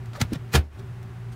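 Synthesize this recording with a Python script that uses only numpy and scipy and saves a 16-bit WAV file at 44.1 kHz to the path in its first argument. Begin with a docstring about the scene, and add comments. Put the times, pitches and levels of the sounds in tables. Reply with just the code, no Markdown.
"""Plastic scuffs and clacks, close by in a small kitchen: a clear cover is pressed onto a freezer compartment.
Its edge strikes, rubs and squeaks on the frame, ringing the plastic and the hollow behind it.
A hand bumps the panel, which flexes with dull thumps; it scrapes home and the hollow cabinet booms.
The appliance hums underneath."""
import sys
import numpy as np
from scipy import signal
from scipy.fft import rfft, irfft
from scipy.io import wavfile

SR = 44100
rng = np.random.default_rng(int(sys.argv[2]) if len(sys.argv) > 2 else 0)


def transcribe(signal):
    """Save signal, clipped to [-1, 1], as a 16-bit WAV file at the path in sys.argv[1]."""
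    frames = np.atleast_2d(signal).T
    limited = np.clip(frames, -1, 1)
    pcm = np.round(limited * 32767).astype(np.int16)
    wavfile.write(sys.argv[1], SR, pcm)


N = 59535
T = np.arange(N) / SR
TAIL = T[:SR // 4]  # time axis of one contact


def amp(db):
    """Decibels to gain."""
    return 10 ** (np.asarray(db) / 20)


def unit(x):
    """Scale to rms 1."""
    return x / np.sqrt(np.mean(x ** 2) + 1e-20)


def at_hz(points, hz):
    """Interpolate a table over log frequency."""
    f, value = np.transpose(points)
    return np.interp(np.log(hz + 1), np.log(f + 1), value)


def add(mix, start_s, sound):
    """Mix a sound in at start_s."""
    part = mix[max(round(start_s * SR), 0):][:len(sound)]
    part += sound[:len(part)]


def colour(x, spectrum, tilt_db_oct):
    """Minimum-phase filter from a spectrum, tilted about 2 kHz."""
    hz = np.fft.rfftfreq(4096, 1 / SR)
    db = at_hz(spectrum, hz) + tilt_db_oct * np.log2(np.maximum(hz, 250) / 2000)
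    log_gain = np.log(amp(np.r_[db, db[-2:0:-1]]))
    taps = np.fft.ifft(np.exp(np.conj(signal.hilbert(log_gain)))).real
    return signal.fftconvolve(x, taps[:len(hz)])[:len(x)]


def wander(rate_hz):
    """Random drift up to about rate_hz, rms 1."""
    hz = np.fft.rfftfreq(N, 1 / SR)
    return unit(irfft(rfft(rng.standard_normal(N)) * np.exp(-(hz / rate_hz) ** 2), N))


def fade(t, t60_s):
    """Exponential decay, 60 dB in t60_s."""
    return np.exp(-np.log(1000) * t / np.maximum(t60_s, 1e-3))


def ring(modes, t):
    """Decaying sines of a struck body."""
    return sum(amp(db) * fade(t, t60_s) * np.sin(2 * np.pi * hz * t) for hz, db, t60_s in modes)


def kitchen_air(level_db=-42.5):
    """Soft, low room noise; dips briefly after the boom."""
    # (frequency [Hz], relative density [dB])
    spectrum = [(15, 0), (35, -7.5), (65, -4), (110, -4), (160, -19), (300, -18.5), (500, -25.5),
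                (800, -24.5), (1600, -26.5), (2500, -32.5), (5000, -43), (9000, -47.5), (15500, -53)]
    # (time [s], gain [dB])
    dip = [(.55, 1), (.63, -7.5), (.70, -8.5), (.74, 0), (.78, 0.5)]
    shape = amp(at_hz(spectrum, np.fft.rfftfreq(N, 1 / SR)))
    noise = unit(irfft(rfft(rng.standard_normal(N)) * shape, N))
    return amp(level_db + np.interp(T, *np.transpose(dip))) * noise


def appliance_hum(waver_hz=21.8, drift_rad=0.36):
    """Tones wavering in level and phase; they dip before the first loud clack and after the boom."""
    # (frequency [Hz], rms level [dB], waver depth [ratio])
    partials = [(118.3, -37, .22), (175, -54.5, .4), (228, -58, .6), (381, -57.5, .6), (759, -65, .5)]
    # (time [s], gain [dB])
    dips = [(.15, 0), (.18, -12), (.21, 0), (.58, 0), (.66, -22), (.755, -20), (.79, 0)]
    hum = np.zeros(N)
    for hz, db, depth in partials:
        envelope = amp(db) * np.sqrt(2) * (1 + depth * wander(waver_hz))
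        drift = drift_rad * np.sqrt(hz / partials[0][0]) * wander(waver_hz)
        hum += envelope * np.sin(2 * np.pi * hz * T + drift)
    return hum * amp(np.interp(T, *np.transpose(dips)))


def squeaks(waver_rad=0.53, waver_hz=124):
    """Rubbed plastic sings briefly and unsteadily."""
    # (centre [s], length [s], pitch [Hz], level [dB])
    rubs = [(0.155, 0.019, 1260, -42.5), (0.185, 0.014, 586, -35.5), (0.805, 0.049, 385, -42.5)]
    out = np.zeros(N)
    for centre_s, length_s, hz, db in rubs:
        envelope = amp(db) * np.exp(-(2 * (T - centre_s) / length_s) ** 2)
        out += envelope * np.sin(2 * np.pi * hz * T + waver_rad * wander(waver_hz))
    return out


def panel_thumps():
    """The panel flexes under each push: one dull, damped tone."""
    # (time [s], level [dB], pitch [Hz], rise [s], t60 [s])
    pushes = [(0.2052, -22, 231.7, 0.0057, 0.14), (0.2151, -11.5, 113, 0.0097, .05),
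              (.22, -37, 80, 0.0067, 0.071), (0.249, -20.5, 94, 0.0028, 0.045),
              (.3202, -16, 255, .0018, .022), (0.3281, -23, 85.4, .002, 0.04),
              (0.3297, -19, 268.5, 0.00069, 0.058), (.352, -25, 150.7, 0.0085, 0.093),
              (0.5367, -14, 136.4, 0.016, 0.13), (0.541, -13, 75, 0.053, .05),
              (0.782, -41.5, 134, 0.0064, 0.068)]
    out = np.zeros(N)
    for start_s, db, hz, rise_s, t60_s in pushes:
        envelope = np.minimum(T / rise_s, 1) * fade(np.maximum(T - rise_s, 0), t60_s)
        add(out, start_s, amp(db) * envelope * np.sin(2 * np.pi * hz * T))
    return out


def cabinet_boom(seat_s=0.539, rise_s=0.015):
    """The hollow cabinet rings as the cover seats."""
    # (frequency [Hz], level [dB], t60 [s])
    modes = [(74, -16.5, 0.4), (94, -22, 0.11), (208, -13.5, 0.13), (300, -22.5, 0.14), (371, -16, .12),
             (454.4, -12, 0.099), (697, -17.5, 0.11), (769.4, -22, 0.13)]
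    out = np.zeros(N)
    add(out, seat_s, np.minimum(T / rise_s, 1) * ring(modes, T))
    return out


def compartment_echo():
    """Dense reflections in the compartment, each band dying at its own rate."""
    # (frequency [Hz], t60 [s])
    decay = [(100, 0.51), (500, 0.13), (2000, .14), (6000, 0.082), (15000, .105)]
    hz, t, bands = signal.stft(rng.choice([-1., 1.], len(TAIL)), SR, nperseg=128)
    bands *= fade(t, at_hz(decay, hz)[:, None])
    _, echo = signal.istft(bands, SR, nperseg=128)
    return unit(echo[:len(TAIL)])


def cover_response(tilt_db_oct, echo_db, crack_db=11.5, room_db=-17.5, ring_db=-35):
    """One touch of the cover: crack, room tail, compartment echo and modes; echo_db scales the last two."""
    # cover resonances (frequency [Hz], relative level [dB], t60 [s])
    modes = [(602, -9, .1), (938.5, -2, 0.11), (1146, -3.5, 0.056), (1387, -5, 0.063), (1535, -4, 0.064),
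             (1722, 0, 0.063), (1942, 3, 0.033), (2437, 3.5, 0.03), (3480, -10.5, 0.12), (4200, -22, 0.058),
             (7235, -1, 0.073), (11850, -4, 0.031)]
    # dense ring of the plastic (frequency [Hz], gain [dB])
    plastic = [(40, -31), (180, -8), (400, -2), (900, -1.5), (1500, -1), (2700, -4.5), (4000, -4),
               (6500, -9), (9000, -14), (13000, -16.5), (16000, -21)]
    n = len(TAIL)
    crack = unit(rng.choice([-1., 1.], n) * fade(TAIL, t60_s=0.017))
    room = unit(rng.standard_normal(n) * fade(TAIL, t60_s=0.47))
    noise = (amp(crack_db) * crack + amp(echo_db) * compartment_echo() + amp(room_db) * room) / np.sqrt(n)
    ringing = sum(rng.choice([-1, 1]) * ring([mode], TAIL) for mode in modes)
    return colour(noise + amp(echo_db + ring_db) * ringing, plastic, tilt_db_oct)


def edge_scrapes(contacts=3, slips_per_s=4000, gain_db=-10):
    """The edge slides on the frame: tiny slips at a few points excite the cover as force swells and falls."""
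    # (peak time [s], rise [s/20 dB], fall [s/20 dB], relative level [dB], tilt [dB/oct], echo [dB])
    slides = [(.155, 0.024, 0.032, -36.5, -2.5, 10), (.172, 0.031, 0.017, -48.5, 4, 0),
              (.204, 0.0082, 0.013, -24, -0.5, 8), (0.217, 0.017, 0.015, -19.5, -0.5, -9.5),
              (0.332, 0.011, 0.015, -34, 0.5, 1), (.357, .055, .013, -31.5, -3.2, -4),
              (.543, .017, 0.015, -19, 0.2, 10), (0.554, 0.015, .016, -13.5, 0.5, 10),
              (.793, 0.017, 0.027, -43, -2, 5), (1.324, 0.014, 0.037, -45, 1, -2)]
    out = np.zeros(N)
    for peak_s, rise_s, fall_s, db, tilt_db_oct, echo_db in slides:
        force = amp(db + gain_db) * 10 ** -np.maximum((peak_s - T) / rise_s, (T - peak_s) / fall_s)
        for _ in range(contacts):
            slipping = rng.random(N) < slips_per_s / SR
            slips = unit(slipping * rng.standard_normal(N)) / np.sqrt(contacts)
            out += signal.fftconvolve(slips * force, cover_response(tilt_db_oct, echo_db))[:N]
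    return out


def edge_clacks():
    """The edge strikes the frame; each hit excites the cover once."""
    # (time [s], relative level [dB], tilt [dB/oct], echo [dB])
    hits = [(0.058, -34, 0.5, 12), (.133, -26.5, -1.5, 11), (0.2138, -3, 0.2, -5), (0.2157, -1.5, 0, 1.5),
            (0.3324, -21, 2.5, 2), (.334, -18.5, 1.5, 2), (0.5314, -26, 6.5, 11), (0.5376, -14, 0, 18),
            (0.5474, -12.5, 1, 14.5), (.5532, -10, 2.5, 10), (.558, -9.5, -4, 13), (0.794, -34, -1.5, 1),
            (1.029, -35, 1.5, 10)]
    out = np.zeros(N)
    for start_s, db, tilt_db_oct, echo_db in hits:
        add(out, start_s, amp(db) * cover_response(tilt_db_oct, echo_db))
    return out


def scene():
    """All sources, mono."""
    background = kitchen_air() + appliance_hum()
    return (background + edge_clacks() + edge_scrapes() + cabinet_boom() + panel_thumps() + squeaks())[None]


def record(dry, low_cut_hz=49, high_cut_hz=15800):
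    """Microphone bass roll-off, then a steep treble limit."""
    highpass = signal.butter(2, low_cut_hz, "high", fs=SR, output="sos")
    lowpass = signal.firwin(801, high_cut_hz, window=("kaiser", 9), fs=SR)
    return signal.oaconvolve(signal.sosfilt(highpass, dry), lowpass[None], "same")


dry = scene()
out = record(dry)
transcribe(out)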